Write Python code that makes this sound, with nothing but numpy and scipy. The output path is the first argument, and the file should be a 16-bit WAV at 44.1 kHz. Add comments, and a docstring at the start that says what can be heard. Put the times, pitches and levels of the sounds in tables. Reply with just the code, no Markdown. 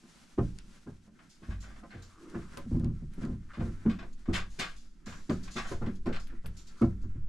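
"""Someone works at the metal hatch frame of a small wooden boat, palms and sleeves swishing throughout.
An early knock booms through deck and hull; light scrapes follow, and a palm groans on the varnish.
Near three seconds the hatch is shoved three times and judders. Then come firm knocks, ticks and the
sharpest scrapes along the metal, while the hull rumbles more under the shifting weight.
A faint squeak leads into one last hard knock just before seven seconds."""
import sys
import numpy as np
from scipy import signal
from scipy.fft import rfft, irfft, next_fast_len
from scipy.io import wavfile

SR = 44100
rng = np.random.default_rng(int(sys.argv[2]) if len(sys.argv) > 2 else 0)


def waveform_to_disk(signal):
    """Save audio, clipped to [-1, 1], as 16-bit WAV at the path in sys.argv[1]."""
    frames = np.transpose(np.atleast_2d(signal))
    scaled = np.clip(frames, -1, 1) * 32767
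    samples = np.round(scaled).astype(np.int16)
    wavfile.write(sys.argv[1], SR, samples)


N = 321048
TIME = np.arange(N) / SR

# rasp of the metal frame: freq_hz, level_db
RASP_SPECTRUM = [(400, -4), (900, -8.5), (1400, 5), (2000, 1.5), (2700, 2.5), (3500, 0.5), (5000, -2.5),
                 (8000, -37), (14000, -52)]
# hiss of its fine surface grain: freq_hz, level_db
GRAIN_SPECTRUM = [(1000, -26.5), (3000, 0.5), (4600, 7), (7300, 7.5), (8800, -4), (10500, -7),
                  (12500, -17.5), (15000, -31)]


def blows():
    """Hands strike the frame: single knocks, plus an uneven run of bumps for each shove of the hatch."""
    # deck thud, hull boom, panel knock and contact clack of each blow:
    # start_s, thud_db, boom_db, panel_db, clack_db, chafe_s
    hand_knocks = [(0.03, -54.5, -78, -57, -61, 0.077), (0.381, -28.5, -23, -21.5, -26.5, 0.052),
                   (0.657, -58, -59, -58, -72, 0.081), (0.866, -43, -46, -47, -48, .17),
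                   (1.074, -52.5, -73, -66, -61, .1), (1.42, -51.5, -53, -49.5, -59, 0.11),
                   (1.484, -46, -28.5, -47, -56, .16), (1.832, -54, -65, -78, -41.5, 0.026),
                   (1.937, -53, -40, -46.5, -55.5, 0.46), (2.344, -36.5, -40, -33.5, -40.5, 0.15),
                   (2.571, -48.5, -43, -49, -37.5, 0.069), (2.659, -38, -42, -57, -73, .08),
                   (2.715, -29, -24.5, -44, -56, 0.046), (2.747, -28.5, -31, -31, -53.5, 0.11),
                   (2.845, -35, -25.5, -42, -56, 0.07), (3.022, -46.5, -37, -47, -64, .09),
                   (3.176, -43, -35, -48, -61, 0.19), (3.577, -31, -32, -50, -43.5, .07),
                   (3.603, -52, -28, -28, -34.5, 0.075), (3.858, -20.5, -36.5, -27.5, -39.5, 0.25),
                   (4.025, -58, -49, -47, -46.5, 0.1), (4.284, -29, -26.5, -29.5, -39.5, 0.27),
                   (4.59, -43, -55, -38, -41.5, .05), (5.065, -41, -45, -59, -50.5, 0.13),
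                   (5.297, -24.5, -33, -26.5, -28.5, 0.08), (5.557, -42.5, -44.5, -38.5, -39.5, 0.07),
                   (5.713, -46, -35.5, -34.5, -35, 0.11), (5.816, -41, -34.5, -34.5, -35.5, 0.1),
                   (5.868, -30, -46.5, -36, -44.5, 0.12), (6.061, -34.5, -34.5, -25.5, -32, 0.18),
                   (6.324, -51, -60, -46.5, -57, .05), (6.442, -44.5, -37, -63, -50.5, 0.21),
                   (6.817, -23, -21.5, -21, -25, 0.042), (7.036, -41.5, -37, -46, -58.5, 0.16),
                   (7.155, -49.5, -36, -52.5, -73, .08)]
    # the hatch judders in its frame: start_s, end_s, peak_db
    shoves = [(2.756, 2.903, -36), (3.184, 3.343, -36), (3.606, 3.704, -38)]
    bumps_per_s, arch_db, chafe_s = 38, 8, 0.074
    boom_db, panel_db, clack_db = 1.5, -4.5, -14   # relative to the bump's thud
    rows = list(hand_knocks)
    for (start, end, peak_db), jitters in zip(shoves, rng.uniform(-1, 1, (len(shoves), 32))):
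        for k, jitter in enumerate(jitters):
            s = start + (k + jitter * 0.25) / bumps_per_s
            if s < end:
                thud = peak_db - arch_db * (2 * (s - start) / (end - start) - 1) ** 2   # weak at the ends
                rows.append((s, thud, thud + boom_db, thud + panel_db, thud + clack_db, chafe_s))
    return np.array(rows)


def deck(hits, uneven_db, boom_db, thud_db, panel_db, frame_db):
    """Heavy blows ring the low hull modes, hard ones panels and frame; each touch favours other modes."""
    # resonances of hull, deck, panels and frame: pitch_hz, level_db, t60_s
    modes = [(49.6, -5.5, 0.85), (65.6, -4.5, 0.42), (79.7, -9.5, 0.25), (92.2, -4, 0.54),
             (121.5, -1.5, 0.3), (153.6, -3, 0.34), (175.6, -6.5, 0.49), (190.2, -4.5, 0.37),
             (216.4, -0.5, 0.24), (232, 6, 0.13), (259.8, -2.5, 0.15), (294.2, -12.5, 0.29),
             (335.2, -4.5, 0.18), (365.4, -6.5, 0.16), (380.8, -6, 0.14), (420, -11.5, 0.12),
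             (503, -27.5, 0.11), (560.3, 1, 0.14), (615, -18, 0.16), (690.4, 2, 0.11), (792, -4.5, 0.11),
             (862, -28, 0.033), (1036, 3.5, 0.097), (1215, 2.5, 0.05)]
    # a hand rolls onto the frame in several touches: lag_s, share_db
    touches = [(-.002, -9), (.003, -2.5), (.012, -3.5), (.023, -7.5)]
    jitter_s, weight_lag_s = 0.003037, 0.0031   # the hand's weight lands just after the first contact
    soft_hand_hz = 2200   # a hand passes little above this to the deck
    zones_hz = [107, 210.3, 343.7, 480]   # centres of boom, thud, panel and frame
    s, thud, boom, panel, clack, _ = hits.T
    lag_s, share_db = np.transpose(touches)
    luck = rng.standard_normal((128, 2, len(modes), len(touches)))[:len(s)]
    force_db = np.array([boom + boom_db, thud + thud_db, panel + panel_db, clack + frame_db])
    out = np.zeros(N)
    for k, (hz, db, t60) in enumerate(modes):
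        zone_mix = np.array([at_hz(np.c_[zones_hz, zone], hz) for zone in np.eye(len(zones_hz))])
        times = s[:, None] + weight_lag_s * zone_mix[0] + lag_s + jitter_s * np.tanh(luck[:, 0, k])
        levels_db = (zone_mix @ force_db)[:, None] + db + share_db + uneven_db * luck[:, 1, k]
        # neighbouring modes start in opposite directions, so the clunk takes a few cycles to swell
        out += (-1) ** k * ring(clicks(times, levels_db), hz, t60)
    return signal.sosfilt(signal.butter(2, soft_hand_hz, fs=SR, output="sos"), out)


def clacks(hits, swell_s):
    """No blow lands cleanly: the contact chafes on top of the clunk, duller under a heavy hand."""
    # tone of the contact: freq_hz, level_db
    clack_spectrum = [(200, -4.5), (400, 5), (540, 2), (700, -7), (1050, -9), (1450, -6.5), (2200, -17),
                      (4000, -26), (8000, -29), (14000, -50)]
    contact_hz, db_per_octave = 4530, 2.5   # the cutoff falls as the boom outweighs the clack
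    out, spots = np.zeros((2, N)), cabin(clack_spectrum, count=11)
    for k, (s, _, boom_db, _, clack_db, chafe_s) in enumerate(hits):
        edge_hz = np.clip(contact_hz * 2 ** ((clack_db - boom_db) / db_per_octave), 1500, SR / 3)
        chafe = slide(swell_s, 0, chafe_s, per_s=3800)
        contact = signal.lfilter(*signal.butter(1, edge_hz, fs=SR), chafe)
        add(out, s, from_db(clack_db) * heard(contact, spots, k))
    return out


def scrapes(rasp_db, hollow_db, hiss_db):
    """Coarse slips rasp in the metal and sound hollow in the wood; fine ones hiss. Firmer is brighter."""
    # scraping strokes: start_s, level_db, hold_s, t60_s
    strokes = [(1.186, -57, .005, 0.12), (1.424, -57, .01, 0.21), (1.5, -47.5, 0.0035, 0.21),
               (1.622, -54, 0.01, 0.76), (1.757, -55.5, 0.0039, 0.046), (1.901, -51, 0.0053, 0.53),
               (3.53, -49.5, 0.015, 0.27), (3.593, -49.5, 0.0083, 0.087), (3.89, -41.5, 0.0054, 0.22),
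               (3.984, -46, .005, 0.23), (4.252, -52, .005, 0.066), (4.327, -27, 0.023, 0.18),
               (4.586, -26, 0.0028, .26), (5.058, -44, 0.021, 0.13), (5.118, -46, .005, 0.12),
               (5.472, -45, 0.0027, .09), (5.556, -32, 0.031, 0.11), (5.64, -42.5, 0.016, 0.33),
               (5.857, -45.5, 0.0034, 0.099), (6.12, -39.5, 0.04, 0.11)]
    # wood behind the frame: freq_hz, level_db
    hollow_spectrum = [(150, -22.5), (400, -7.5), (700, -1), (1150, -7.5), (1600, 4), (2400, -10),
                       (6000, -71.5)]
    firm_db, firm_swell_s = -22, 0.017   # level and attack of a firm stroke
    swell_follows, hollow_follows, hiss_follows = 0.34, 0.64, 1.31   # dB for each dB of force
    out = np.zeros((2, N))
    rasp = cabin(RASP_SPECTRUM, count=7)
    wood = cabin(hollow_spectrum, count=7)
    grain = cabin(GRAIN_SPECTRUM, count=7)
    for k, (s, db, hold, t60) in enumerate(strokes):
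        force_db = db - firm_db
        swell = firm_swell_s * from_db(swell_follows * force_db)
        for spot in (k, k + 1):   # touching two spots at once evens out the colour
            coarse = metal(slide(swell, hold, t60, per_s=2500))
            fine = slide(swell, hold, t60, per_s=7200)
            add(out, s, from_db(db + rasp_db) * heard(coarse, rasp, spot))
            add(out, s, from_db(hollow_db + hollow_follows * force_db) * heard(coarse, wood, spot))
            add(out, s, from_db(hiss_db + hiss_follows * force_db) * heard(fine, grain, spot))
    return out


def metal(x):
    """The frame passes the slips on and adds its own ring."""
    # ring of the scraped metal: pitch_hz, width_hz, level_db
    modes = [(1130, 118, 7.5), (1370, 13, -41), (1520, 21, -8), (1637, 16, -1), (2175, 220, -7),
             (2474, 41, -3), (3070, 33, -2), (3536, 99, 2), (3960, 19, -29), (5150, 8.4, -26),
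             (5500, 60, -2)]
    return x + sum(from_db(db) * resonance(x, hz, width) for hz, width, db in modes)


def ticks(snap_db, click_db, chink_db):
    """Sharp ticks, alone or as the bright edge of a knock; some make a fitting chink."""
    # bright snap, lower click and thin chink of each contact: start_s, snap_db, click_db, chink_db
    contacts = [(0.5869, -39, -54.5, -79.5), (2.2992, -49.5, -75, -70), (2.5726, -38, -48, -45),
                (2.7973, -52, -63.5, -68), (2.845, -46.5, -56.5, -66), (3.136, -54, -69, -56),
                (3.2515, -48, -66, -70), (5.2959, -80.5, -43.5, -70), (6.0594, -54, -54, -86),
                (6.2708, -51, -57, -54), (6.459, -53, -49, -42), (6.816, -48.5, -58, -56)]
    # tone of the snap: freq_hz, level_db
    snap_spectrum = [(1000, -17), (3000, 8.5), (5000, 10.5), (8000, 10), (10000, 11.5), (13000, -27),
                     (15000, -24)]
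    # thin ring of a small fitting: freq_hz, level_db
    chink_spectrum = [(5000, -9), (9000, 11), (12200, 7.5), (14500, -10)]
    out = np.zeros((2, N))
    bright = cabin(snap_spectrum, count=4)
    low = cabin(RASP_SPECTRUM, count=4)
    fitting = cabin(chink_spectrum, count=2)
    for k, (s, snap, click, chink) in enumerate(contacts):
        add(out, s, heard(from_db([snap + snap_db]), bright, k))
        add(out, s, heard(from_db([click + click_db]), low, k))
        rattle = slide(0, 0, t60=0.071, per_s=2200)
        add(out, s, from_db(chink + chink_db) * heard(rattle, fitting, k))
    return out


def frame_hiss(hiss_db, swell_s):
    """Fine hiss on the frame: light brushes, and the bright edge of the sharpest scrape."""
    # hissing strokes: start_s, level_db, hold_s, t60_s
    strokes = [(1.292, -55.5, 0.011, 0.34), (1.6, -52, 0.03, 0.16), (2.018, -51.5, 0.0075, 0.23),
               (3.21, -62.5, 0.044, .15), (4.123, -60, 0.0081, 0.073), (4.499, -57.5, .005, 0.68),
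               (4.588, -35, 0.0051, 0.081), (4.76, -55, 0.0071, 0.54), (5.056, -48.5, 0.0059, 0.79),
               (5.31, -50, 0.015, 0.27), (5.428, -46.5, .003, 0.24), (5.505, -46.5, 0.055, 0.43),
               (5.665, -47.5, .05, 0.23), (5.948, -59, 0.012, 0.082), (6.193, -50, .005, 0.26),
               (6.565, -50, 0.0077, 0.33), (6.665, -52, 0.0055, 0.2), (6.77, -58, 0.074, 0.11),
               (7.012, -63, 0.0033, 0.26)]
    out, grain = np.zeros((2, N)), cabin(GRAIN_SPECTRUM, count=7)
    for k, (s, db, hold, t60) in enumerate(strokes):
        for spot in (k, k + 1):
            hiss = slide(swell_s, hold, t60, per_s=4200)
            add(out, s, from_db(db + hiss_db) * heard(hiss, grain, spot))
    return out


def groans():
    """Skin sticks and slips on varnish; each drag drives one resonance into a groan or squeak."""
    # palm drags: start_s, end_s, pitch_hz, width_hz, level_db
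    drags = [(1.908, 1.98, 1630, 450, -59.5), (2.0, 2.614, 1180, 300, -63), (2.15, 2.453, 317, 65.3, -51),
             (3.482, 3.548, 1380, 438, -55), (6.26, 6.46, 1920, 315, -72), (6.745, 6.85, 1260, 251, -60.5)]
    out = np.zeros(N)
    for start, end, hz, width, db in drags:
        stick_slip = slips(N, per_s=600, spread_db=1)
        tone = resonance(resonance(stick_slip, hz, width), hz, 2 * width)
        out += from_db(db) * arch(start, end) * rms_one(tone)
    return out


def rubbing(rub_db, swish_db, uneven_db):
    """Palms rub and sleeves swish under a light, wavering pressure."""
    # dull rub of a palm: freq_hz, level_db
    palm_spectrum = [(200, 13), (450, -1.5), (800, -7.5), (1400, 3.5), (2400, -9), (4000, -21),
                     (8000, -33.5), (14000, -65.5)]
    # airy swish of cloth: freq_hz, level_db
    sleeve_spectrum = [(1500, 3), (3500, 1), (6000, 1.5), (7800, -1), (9000, -4.5), (10500, -7.5),
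                       (12500, -19), (15000, -54)]
    # rise and fall of the sleeve rustle: time_s, level_db
    sleeve_levels = [(0, -66.5), (0.85, -67), (0.99, -73), (1.6, -68.5), (2.15, -68.5), (2.48, -63),
                     (2.98, -75), (3.22, -68.5), (3.42, -77), (3.62, -67.5), (4.2, -71), (4.7, -66),
                     (4.95, -77.5), (5.65, -60.5), (6.0, -73.5), (6.4, -74), (6.65, -68.5), (7.15, -80.5)]
    pressure = from_db(uneven_db * drift(rate_hz=30))
    spots = cabin(palm_spectrum, count=2)
    drive = palm_speed() * pressure
    palms = sum(heard(drive * slips(N, per_s=1500, spread_db=3.5), spots, hand) for hand in range(2))
    sleeves = envelope(sleeve_levels) * np.sqrt(pressure) * noise(sleeve_spectrum)
    return from_db(rub_db) * palms[:, :N] + from_db(swish_db) * sleeves


def palm_speed():
    """How fast the palms slide: each rub swells and fades, and they never lie quite still."""
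    # light slides along the frame: start_s, end_s, level_db
    rubs = [(0.422, 0.944, -90), (1.086, 1.304, -62.5), (1.413, 2.123, -63), (2.182, 2.72, -55),
            (3.064, 3.345, -59.5), (3.52, 4.1, -60.5), (5, 5.235, -56), (5.254, 5.502, -59.5),
            (5.56, 5.794, -55.5), (5.798, 5.94, -54), (6.208, 6.385, -59), (6.44, 6.89, -66)]
    resting_db = -70.5
    arches = sum(from_db(db) * arch(start, end) for start, end, db in rubs)
    return np.hypot(arches, from_db(resting_db))


def hull(hits, grumble_db, boom_tail_db, shudder_db, thud_tail_db):
    """Shifting weight pumps the air and makes the hull grumble, palms shake the panels; blows stir both."""
    # how much the body shifts its weight: time_s, level_db
    weight_shifts = [(0, -75), (0.28, -70), (0.46, -43), (1.2, -75), (1.62, -55), (2.25, -60), (2.8, -46),
                     (3.3, -43.5), (3.9, -43), (4.4, -37), (4.9, -48.5), (5.3, -46.5), (5.65, -36.5),
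                     (6.4, -33.5), (6.75, -53.5), (7.0, -39), (7.28, -32)]
    # slow pumping of the cabin air: freq_hz, level_db
    sway_spectrum = [(2, -12), (6, 12), (11, 1.5), (18, 1.5), (30, -29.5), (70, -88), (400, -120)]
    # deep rumble of the hull: freq_hz, level_db
    rumble_spectrum = [(12, -1.5), (25, -8.5), (36, -3.5), (48, -2), (62, -20.5), (92, -16), (140, -21),
                       (400, -40.5), (2000, -100)]
    # shudder of the panels: freq_hz, level_db
    shudder_spectrum = [(60, -48.5), (115, -22.5), (165, -1), (205, 1.5), (250, -4), (300, -9.5),
                        (370, -10.5), (480, -34), (1000, -52.5), (5000, -60)]
    grumble_follows, shudder_follows = 0.67, .55   # dB for each dB of shifting, of palm speed
    grumble_hz = 55   # slow shifting only reaches the lowest notes
    s, thud, boom = hits.T[:3]
    shifting = envelope(weight_shifts)
    sway = shifting * rms_one(colour(rng.standard_normal(N), sway_spectrum))
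    rumble = noise(rumble_spectrum)
    lowest = signal.sosfilt(signal.butter(3, grumble_hz, fs=SR, output="sos"), rumble)
    grumble = from_db(grumble_db) * shifting ** grumble_follows * lowest
    boom_tail = settling(s, boom + boom_tail_db) * rumble
    palm_shake = from_db(shudder_db) * palm_speed() ** shudder_follows
    shudder = np.hypot(palm_shake, settling(s, thud + thud_tail_db)) * noise(shudder_spectrum)
    return sway + grumble + boom_tail + shudder


def settling(times, levels_db, rise_s=0.02, t60_s=0.82):
    """How much the boat is still moving from the blows so far; their energies add."""
    t = TIME[:SR]
    shape = (1 - np.exp(-t / rise_s)) * from_db(-60 * t / t60_s)
    return np.sqrt(abs(signal.fftconvolve(clicks(times, levels_db) ** 2, shape ** 2)[:N]))


def cabin(spectrum, count):
    """Responses from spots on the frame: a first arrival, then reflections that die sooner in the treble."""
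    # decay of the cabin: freq_hz, t60_s
    decays = [(300, 0.21), (2000, 0.1656), (11000, 0.01)]
    first_db, first_s = 6.5, 0.0013   # first arrival: level over the reflections, decay time
    size = 2 ** 13
    t, hz = TIME[:size], np.fft.rfftfreq(size, 1 / SR)
    first_arrival = from_db(first_db) * np.exp(-t / first_s)
    fields = rfft(np.array([diffuse(size) for spot in range(count)]))
    centres, t60s = np.transpose(decays)
    echoes = 0
    for share, t60 in zip(np.eye(len(centres)), t60s):
        band = irfft(fields * at_hz(np.c_[centres, share], hz))
        echoes = echoes + band * (from_db(-60 * t / t60) + first_arrival)
    responses = irfft(rfft(echoes) * causal_filter(spectrum, size))
    return [rms_one(spot) / np.sqrt(size) for spot in responses]


def diffuse(size):
    """Noise arriving from all round: alike left and right in the bass, wider in the treble."""
    # stereo width: freq_hz, side_over_mid_db
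    width = [(100, -21.5), (200, -10.5), (350, -6.5), (700, -5.5), (1400, -6.5), (2800, -4), (6000, -7.5),
             (13000, -5.5)]
    # stereo balance: freq_hz, left_minus_right_db
    balance = [(300, -2), (700, -1.5), (1400, 1.3), (2800, 1.5), (5600, 0.4), (10000, 1), (13000, 13)]
    mid, side = rng.standard_normal((2, size))
    side = colour(side, width)
    return np.array([colour(mid + sign * side, np.array(balance) * [1, sign / 2]) for sign in (1, -1)])


def heard(x, spots, k):
    """Contact number k on its way through the cabin; the spots take turns."""
    return signal.fftconvolve(x[None], spots[k % len(spots)], axes=1)


def slide(swell, hold, t60, per_s):
    """Slips under a movement that swells, holds and runs out; times in seconds."""
    t = TIME[:SR // 2]
    attack = np.minimum(t / max(swell, .001), 1)
    release = from_db(-60 * np.maximum(t - swell - hold, 0) / max(t60, .01))
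    return attack * release * slips(len(t), per_s, spread_db=3.0)


def slips(size, per_s, spread_db):
    """Tiny catches of uneven size between two surfaces; rms 1."""
    sizes = from_db(spread_db * np.minimum(rng.exponential(1, size), 4))
    signs = rng.choice([-1, 1], size)
    return rms_one(sizes * signs * (rng.random(size) < per_s / SR))


def ring(x, hz, t60):
    """A unit click sets a sine of height 1 ringing."""
    r, w = from_db(-60 / (t60 * SR)), 2 * np.pi * hz / SR
    return signal.lfilter([0, np.sin(w)], [1, -2 * r * np.cos(w), r * r], x + 1e-18)


def resonance(x, hz, width):
    """Band-pass with gain 1 at its peak."""
    r, w = np.exp(-np.pi * width / SR), 2 * np.pi * hz / SR
    return signal.lfilter(np.array([1, 0, -1]) * (1 - r * r) / 2, [1, -2 * r * np.cos(w), r * r], x)


def clicks(times, levels_db):
    """One impulse for each contact."""
    out = np.zeros(N)
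    out[np.clip(np.round(times * SR).astype(int), 0, N - 1)] = from_db(levels_db)
    return out


def noise(spectrum):
    """Steady stereo noise, rms 1."""
    return rms_one(colour(diffuse(N), spectrum))


def colour(x, spectrum):
    """Give a steady signal a spectrum."""
    size = x.shape[-1]
    padded = next_fast_len(size)
    gain = from_db(at_hz(spectrum, np.fft.rfftfreq(padded, 1 / SR)))
    return irfft(rfft(x, padded) * gain, padded)[..., :size]


def causal_filter(spectrum, size):
    """Frequency response that has this spectrum and no pre-ring."""
    log_gain = np.log(from_db(at_hz(spectrum, abs(np.fft.fftfreq(size, 1 / SR)))))
    return np.exp(np.conj(signal.hilbert(log_gain)))[:size // 2 + 1]


def at_hz(points, hz):
    """Read a table on a log-frequency axis."""
    at, values = np.transpose(points)
    return np.interp(np.log(np.maximum(hz, 1)), np.log(at), values)


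def envelope(points):
    """Gain curve through points of time_s, level_db."""
    return from_db(np.interp(TIME, *np.transpose(points)))


def arch(start, end):
    """A half-sine swell and fade."""
    return np.sin(np.pi * np.clip((TIME - start) / (end - start), 0, 1))


def drift(rate_hz):
    """A random wander around zero."""
    knots = rng.standard_normal(N // 40)
    return np.interp(TIME * rate_hz, np.arange(len(knots)), knots)


def add(out, s, sound):
    """Mix a sound in at time s."""
    start = int(s * SR)
    out[:, start:start + sound.shape[1]] += sound[:, :N - start]


def from_db(db):
    return 10 ** (np.asarray(db) / 20)


def rms_one(x):
    return x / np.sqrt(np.mean(x ** 2) + 1e-20)


def scene():
    """Mix the friction on the frame, the boom of the boat and the hard contacts."""
    hits = blows()
    friction = scrapes(rasp_db=-11.5, hollow_db=-41.0, hiss_db=-39.5)
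    friction += frame_hiss(hiss_db=-9.0, swell_s=0.0058)
    friction += rubbing(rub_db=-1.5, swish_db=0.5, uneven_db=5.0) + groans()
    boat = hull(hits, grumble_db=-22, boom_tail_db=-9, shudder_db=-27, thud_tail_db=-19)
    boat += deck(hits, uneven_db=1.5, boom_db=-2.5, thud_db=-2.5, panel_db=1.5, frame_db=-14)
    contacts = ticks(snap_db=12.5, click_db=25.0, chink_db=-8.5) + clacks(hits, swell_s=0.0028)
    return friction + boat + contacts


def record(dry):
    """A steep low-pass takes off the very top."""
    cutoff_hz = 14800
    return signal.sosfilt(signal.ellip(10, .1, 80, cutoff_hz, fs=SR, output="sos"), dry)


dry = scene()
out = record(dry)
waveform_to_disk(out)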